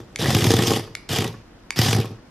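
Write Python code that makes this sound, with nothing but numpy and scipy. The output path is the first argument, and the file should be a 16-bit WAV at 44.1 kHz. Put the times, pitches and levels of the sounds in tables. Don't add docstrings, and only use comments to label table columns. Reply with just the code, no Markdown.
import sys
import numpy as np
from scipy import signal
from scipy.fft import rfft, irfft
from scipy.io import wavfile

SR = 44100
rng = np.random.default_rng(int(sys.argv[2]) if len(sys.argv) > 2 else 0)


def master(y):
    cut = np.clip(np.atleast_2d(y).T, -1, 1)
    pcm = np.round(cut * 32767)
    wavfile.write(sys.argv[1], SR, pcm.astype(np.int16))


N = 101429


def amp(db):
    return 10 ** (np.asarray(db) / 20)


def at_hz(points, hz):
    points_hz, values = np.transpose(points)
    return np.interp(np.log(hz), np.log(points_hz), values)


def impulses(start_s, gain):
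    out = np.zeros(N + SR)
    np.add.at(out, (np.asarray(start_s) * SR).astype(int), gain)
    return out[:N]


def lag(x, tau_s):
    r = np.exp(-1 / (tau_s * SR))
    return signal.lfilter([1 - r], [1, -r], x + 1e-18)


def ring(x, hz, t60_s):
    r, w = amp(-60 / (t60_s * SR)), 2 * np.pi * hz / SR
    return signal.lfilter([0, np.sin(w)], [1, -2 * r * np.cos(w), r * r], x + 1e-18)


def flicker(tau_s, rms_db):
    drift = lag(lag(rng.standard_normal(N), tau_s), tau_s)
    return amp(rms_db * drift / np.sqrt(np.mean(drift ** 2) + 1e-20))


def stereo(mid, side):
    return np.array([mid + side, mid - side])


# time in seconds, gear rattle in dB, shuffle on the table in dB.
MOTOR_EFFORT = [(0, -53.5, -43), (.06, -62.5, -46), (0.184, -60, -47), (0.188, -30.5, -23.5),
                (.22, -29.5, -21), (.4, -28.5, -21.5), (.58, -30.5, -23), (.67, -28, -22.5),
                (0.769, -30, -26), (.82, -44, -36.5), (.93, -62.5, -44), (1.086, -65.5, -60),
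                (1.091, -28, -31), (1.15, -23.5, -24.5), (1.2, -30.5, -26), (1.279, -41, -27.5),
                (1.34, -56.5, -45), (1.42, -64.5, -61), (1.757, -66, -54), (1.76, -30, -29.5),
                (1.819, -24.5, -21), (1.92, -26.5, -27), (1.96, -36.5, -20.5), (2.018, -35.5, -25),
                (2.08, -48.5, -39), (2.129, -58, -36.5), (2.18, -66, -58), (2.3, -67, -62)]


def motor():
    time_s, gear_db, shuffle_db = np.transpose(MOTOR_EFFORT)
    return [amp(np.interp(np.arange(N) / SR, time_s, db)) for db in (gear_db, shuffle_db)]


# start in seconds, shell rattle in dB, table thump in dB, table knock in dB.
FOOTFALLS = [(0.001, -46.5, -38, -31.5), (0.1971, -50, -46, -38), (0.216, -30.5, -51, -34.5),
             (0.2225, -25.5, -14, -17.5), (0.242, -24.5, -34, -34), (0.256, -24, -11.5, -13.5),
             (0.2668, -31, -27, -25), (0.2797, -24, -6, -35), (0.2931, -25, -14, -26.5),
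             (0.303, -17.5, -16, -37), (0.311, -29, -22, -38), (0.3254, -43, -10.5, -44),
             (0.341, -39, -17, -29), (0.3468, -16.5, -4.5, -13.5), (0.365, -20, -24, -12.5),
             (0.3838, -20, -26, -17), (0.4062, -21, -26, -33), (0.419, -23, -10.5, -34),
             (0.431, -28, -43, -37), (0.441, -15.5, -17, -17.5), (0.452, -36, -46, -14.5),
             (0.4655, -20, -5.5, -49.5), (0.504, -17, -10, -7.5), (0.5153, -18, -33, -15.5),
             (0.5369, -16.5, -7.5, -8.5), (0.5648, -21.5, -29, -20), (0.5871, -18.5, -8.5, -17),
             (0.5969, -31, -45, -13), (0.6115, -38, -19, -36), (0.6204, -20, -16, -23),
             (0.6337, -23.5, -25, -13.5), (0.6623, -32, -33, -26), (0.6705, -19.5, -20, -33),
             (0.6789, -19.5, -14, -12.5), (0.6961, -27, -45, -25), (0.7048, -19, -30, -13),
             (0.716, -28, -24, -8.5), (0.734, -22, -13, -15.5), (0.7612, -23.5, -33, -20),
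             (0.77, -25.5, -44, -13), (0.7942, -31.5, -32, -21), (0.849, -69, -62, -36),
             (0.8781, -61, -59, -41), (0.905, -71, -33, -38), (1.0912, -43, -49, -30),
             (1.1029, -44, -15.5, -50), (1.1152, -44, -39.5, -33), (1.131, -22.5, -19, -21),
             (1.1591, -17, -23, -43), (1.17, -23.5, -24, -37), (1.1842, -19.5, -11.5, -32),
             (1.2057, -26, -36, -25), (1.2204, -25, -41, -16), (1.2417, -24.5, -44.5, -21),
             (1.251, -55, -17.5, -19.5), (1.2635, -36, -31, -33), (1.2753, -31.5, -43, -31),
             (1.3003, -59, -40, -59), (1.3265, -48, -36, -51), (1.3442, -62, -31, -35),
             (1.373, -58, -39, -48), (1.769, -41, -49, -36), (1.7882, -15, -7, -17.5),
             (1.8132, -16, -26.5, -18.5), (1.8318, -29, -24, -41), (1.843, -44, -34, -34),
             (1.853, -39, -13, -52), (1.8608, -19, -15.5, -46), (1.8826, -18.5, -10, -26),
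             (1.9085, -18.5, -17, -25), (1.9278, -16.5, -10, -15.5), (1.9465, -25, -10, -50),
             (1.963, -25, -13.5, -34), (1.9843, -30.5, -9.5, -26), (1.989, -50, -49.5, -37),
             (2.0002, -30, -46, -22), (2.0106, -30.5, -42, -30), (2.044, -42, -41, -24.5),
             (2.0552, -36, -51, -34), (2.1047, -56, -24.5, -36), (2.113, -56, -35, -48)]
# frequency in Hz, level in dB, T60 in seconds.
THUMP_MODES = [(110.7, -3.5, 0.15), (139.2, -7, 0.061), (168, -14, 0.13), (213.4, -14.5, 0.089)]
KNOCK_MODES = [(286, -29, 0.01), (356, -9, 0.07), (416, -17, 0.13), (457, -7.5, 0.075), (548, -17, 0.067),
               (650, -16, 0.061), (796, -8, 0.03), (939, -15.5, 0.051), (1089, -11.5, 0.05),
               (1234, -8.5, 0.023), (1815, -12, 0.018)]
THUMP_DELAY_S, THUMP_SCATTER_DB = 0.00332, 2
KNOCK_DELAY_S, KNOCK_SCATTER_DB, KNOCK_SHUFFLE_DB = 0.00145, 4.5, 1
SHUFFLES_PER_S, CONTACT_S, TABLE_HIGHPASS_HZ = 300, 0.00034, 101


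def table_top(shuffle_gain):
    start_s, _, thump_db, knock_db = np.transpose(FOOTFALLS)
    shuffling = rng.random(N) < SHUFFLES_PER_S / SR
    groups = ((THUMP_MODES, THUMP_DELAY_S, thump_db, THUMP_SCATTER_DB, 0),
              (KNOCK_MODES, KNOCK_DELAY_S, knock_db, KNOCK_SCATTER_DB, KNOCK_SHUFFLE_DB))
    slaps = rumble = steady_rumble = 0
    for modes, delay_s, foot_db, spread_db, shuffle_db in groups:
        scatter_db = spread_db * rng.standard_normal((len(start_s), len(modes)))
        for k, (hz, mode_db, t60_s) in enumerate(modes):
            pushes = impulses(start_s + delay_s, -amp(foot_db + mode_db + scatter_db[:, k]))
            slaps += ring(pushes, hz, t60_s)
            shuffles = amp(mode_db + shuffle_db) * shuffling * rng.standard_normal(N)
            rumble += ring(shuffles * shuffle_gain, hz, t60_s)
            steady_rumble += ring(shuffles, hz, t60_s)
    top = lag(slaps + rumble / np.std(steady_rumble), CONTACT_S)
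    return signal.sosfilt(signal.butter(4, TABLE_HIGHPASS_HZ, "high", fs=SR, output="sos"), top)


# frequency in Hz, relative density in dB.
SHELL_SPECTRUM = [(410, -32), (700, -3.5), (777, 8), (875, -16.5), (1250, -3.5), (1360, -12.5),
                  (1970, -2.5), (2190, -12), (3160, -3.5), (3640, -3), (4210, -15.5), (4730, -4.5),
                  (8420, -17.5), (12800, -16.5), (16000, -58)]
# frequency in Hz, side over mid in dB.
SHELL_WIDTH = [(700, -65), (1300, -30), (2500, -80), (5000, -12.5), (9000, -11), (15000, -2.5)]
# frequency in Hz, gain in dB.
GEAR_COLOUR = [(800, -12.5), (2000, -0.5), (3400, 1), (6000, 0.5), (9000, -0.5), (15000, -4)]
# time in seconds, gain above RASP_HZ in dB.
GEAR_RASP = [(.2, -0.5), (.5, 3), (.62, 0), (.68, 5), (.75, -1), (1.1, -1.5), (1.3, -2), (1.78, 0),
             (1.86, 2), (1.93, 3.5), (2.0, -7), (2.3, 2)]
RASP_HZ, RATTLE_RISE_S, RATTLE_FALL_S = 4300, 0.0013, 0.003
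TICKS_PER_S, TICK_SPREAD_DB, TICK_GROUPS, SHELL_T60_CYCLES = 18000, 2.0, 9, 27.6


def shell(gear_gain):
    start_s, rattle_db = np.transpose(FOOTFALLS)[:2]
    shake = lag(lag(impulses(start_s, amp(rattle_db)), RATTLE_RISE_S), RATTLE_FALL_S)
    shake *= amp(rattle_db.max()) / shake.max()
    gears = gear_gain * flicker(tau_s=0.0013, rms_db=1.5)
    rasp = amp(np.interp(np.arange(N) / SR, *np.transpose(GEAR_RASP)))
    ticking = rng.random(N) < TICKS_PER_S / SR
    strength = amp(TICK_SPREAD_DB * rng.exponential(1, N))
    ticks = ticking * strength * rng.choice([-1, 1], (2, N))
    group = rng.integers(0, TICK_GROUPS, N)
    out = power = 0
    for k, hz in enumerate(np.geomspace(750, 15000, 36)):
        t60_s, density = SHELL_T60_CYCLES / hz, amp(at_hz(SHELL_SPECTRUM, hz))
        mode_ticks = ticks * (group == k % TICK_GROUPS) * flicker(tau_s=0.0087, rms_db=3)
        gain = density * np.sqrt(hz) / np.std(ring(mode_ticks[0], hz, t60_s))
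        gear_drive = gears * amp(at_hz(GEAR_COLOUR, hz)) * (rasp if hz > RASP_HZ else 1)
        mid, side = gain * ring(mode_ticks * np.hypot(shake, gear_drive), hz, t60_s)
        out += stereo(mid, side * amp(at_hz(SHELL_WIDTH, hz)))
        power += density ** 2 * hz
    return out / np.sqrt(power)


# frequency in Hz, relative density in dB.
HUM_SPECTRUM = [(15, -46), (25, -0.5), (141, -8), (200, -5.5), (373, -7.5), (405, -20.5), (463, -14),
                (1190, -20.5), (1520, -20.5), (12500, -55.5), (15000, -88)]
# frequency in Hz, side over mid in dB.
HUM_WIDTH = [(30, -52), (60, -32), (110, -20), (200, -17.5), (380, -5.5), (700, -4.5), (1290, -4.5),
             (2380, -3.5), (4400, 8.5), (8120, 8.5), (15000, 11)]
HUM_DB = -48.5


def hum():
    hz = np.maximum(np.fft.rfftfreq(N, 1 / SR), 1)
    mid_db = at_hz(HUM_SPECTRUM, hz)
    side_db = mid_db + at_hz(HUM_WIDTH, hz)
    mid, side = irfft(rfft(rng.standard_normal((2, N))) * amp([mid_db, side_db]), N)
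    return amp(HUM_DB) * stereo(mid, side) / np.std(mid)


# frequency in Hz, T60 in seconds.
ROOM_T60 = [(200, 0.42), (2200, 0.49), (6000, 0.41), (14000, 0.15)]
# frequency in Hz, side over mid in dB.
ROOM_WIDTH = [(280, -53), (560, -51), (1100, -12.5), (2300, -6), (4500, -3), (9000, 5), (16000, -37)]
EARLY_S, EARLY_DB, ROOM_LOWPASS_HZ = 0.0071, -1, 23000


def room(x):
    t = np.arange(int(.6 * SR)) / SR
    edges_hz = 200 * 2. ** np.arange(8)
    white = rng.standard_normal((2, len(t)))
    onset = np.where(t > EARLY_S, 1, amp(EARLY_DB))
    tail = 0
    for low, high in zip(edges_hz, np.minimum(edges_hz[1:], .45 * SR)):
        centre_hz = np.sqrt(low * high)
        band = signal.sosfilt(signal.butter(2, [low, high], "band", fs=SR, output="sos"), white)
        band[1] *= amp(at_hz(ROOM_WIDTH, centre_hz))
        tail += band * amp(-60 * t / at_hz(ROOM_T60, centre_hz)) * onset
    tail /= np.sqrt(np.sum(tail[0] ** 2))
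    softened = lag(x, 1 / (2 * np.pi * ROOM_LOWPASS_HZ))
    return stereo(*signal.fftconvolve(softened[None], tail, axes=1)[:, :N])


# start in seconds, level in dB, body offset in dB.
CLICKS = [(0.1595, -7.5, -15), (0.9517, -7, -12), (1.7060, -6.5, 1)]
# frequency in Hz, level in dB, T60 in seconds.
CASE_MODES = [(2200, -11, .009), (2750, -20, .004), (3100, -16, .004), (3480, -10, .005), (4350, -12, .004),
              (4950, -10, .0035), (6500, -10, .003), (8050, -21, .004), (8800, -20, .004),
              (10100, -21, .004), (11300, -25, .003)]
BODY_MODES = [(1100, -15, .003), (1550, -8, .004), (2230, -4, .004)]
# delay in seconds, level in dB.
WALL_ECHOES = [(.0125, -20), (.0175, -18.5), (.021, -18)]
CHATTER_DB, CHATTER_S, CASE_HIGHPASS_HZ = -15, 0.0007, 720


def remote():
    start_s, click_db, body_db = np.transpose(CLICKS)
    case = 0
    for modes, level_db in ((CASE_MODES, click_db), (BODY_MODES, click_db + body_db)):
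        snap = impulses(start_s, -amp(level_db))
        chatter = amp(CHATTER_DB) * lag(lag(snap, CHATTER_S), CHATTER_S) * CHATTER_S * SR
        for k, (hz, mode_db, t60_s) in enumerate(modes):
            force = chatter * rng.standard_normal(N) + snap * (-1) ** k
            case += ring(amp(mode_db) * force, hz, t60_s)
    case = signal.sosfilt(signal.butter(3, CASE_HIGHPASS_HZ, "high", fs=SR, output="sos"), case)
    dulled = lag(case, tau_s=.00003)
    return case + sum(amp(db) * np.roll(dulled, int(delay_s * SR)) for delay_s, db in WALL_ECHOES)


# start in seconds, level in dB.
LEG_TICKS = [(0.877, -41.5), (1.342, -39.5), (1.349, -46), (2.187, -47.5)]
# frequency in Hz, level in dB, T60 in seconds.
LEG_MODES = [(1128, 3, 0.031), (1450, -5.5, 0.032), (1730, -5, .04)]


def legs():
    start_s, tick_db = np.transpose(LEG_TICKS)
    return sum(ring(impulses(start_s, amp(tick_db + db)), hz, t60_s) for hz, db, t60_s in LEG_MODES)


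ROBOT_ROOM_DB, REMOTE_ROOM_DB, REMOTE_HALF_LAG_S = -16, -13, .000015


def scene():
    gear_gain, shuffle_gain = motor()
    robot = table_top(shuffle_gain) + shell(gear_gain) + legs()
    button = remote()
    clicks = stereo(button, np.gradient(button) * REMOTE_HALF_LAG_S * SR)
    room_send = amp(ROBOT_ROOM_DB) * robot.mean(axis=0) + amp(REMOTE_ROOM_DB) * button
    return robot + clicks + room(room_send) + hum()


CEILING, STOPBAND_HZ = 0.97, 16300


def record(dry):
    rounded = CEILING * np.tanh(dry / CEILING)
    return signal.sosfilt(signal.cheby2(12, 70, STOPBAND_HZ, fs=SR, output="sos"), rounded)


dry = scene()
out = record(dry)
master(out)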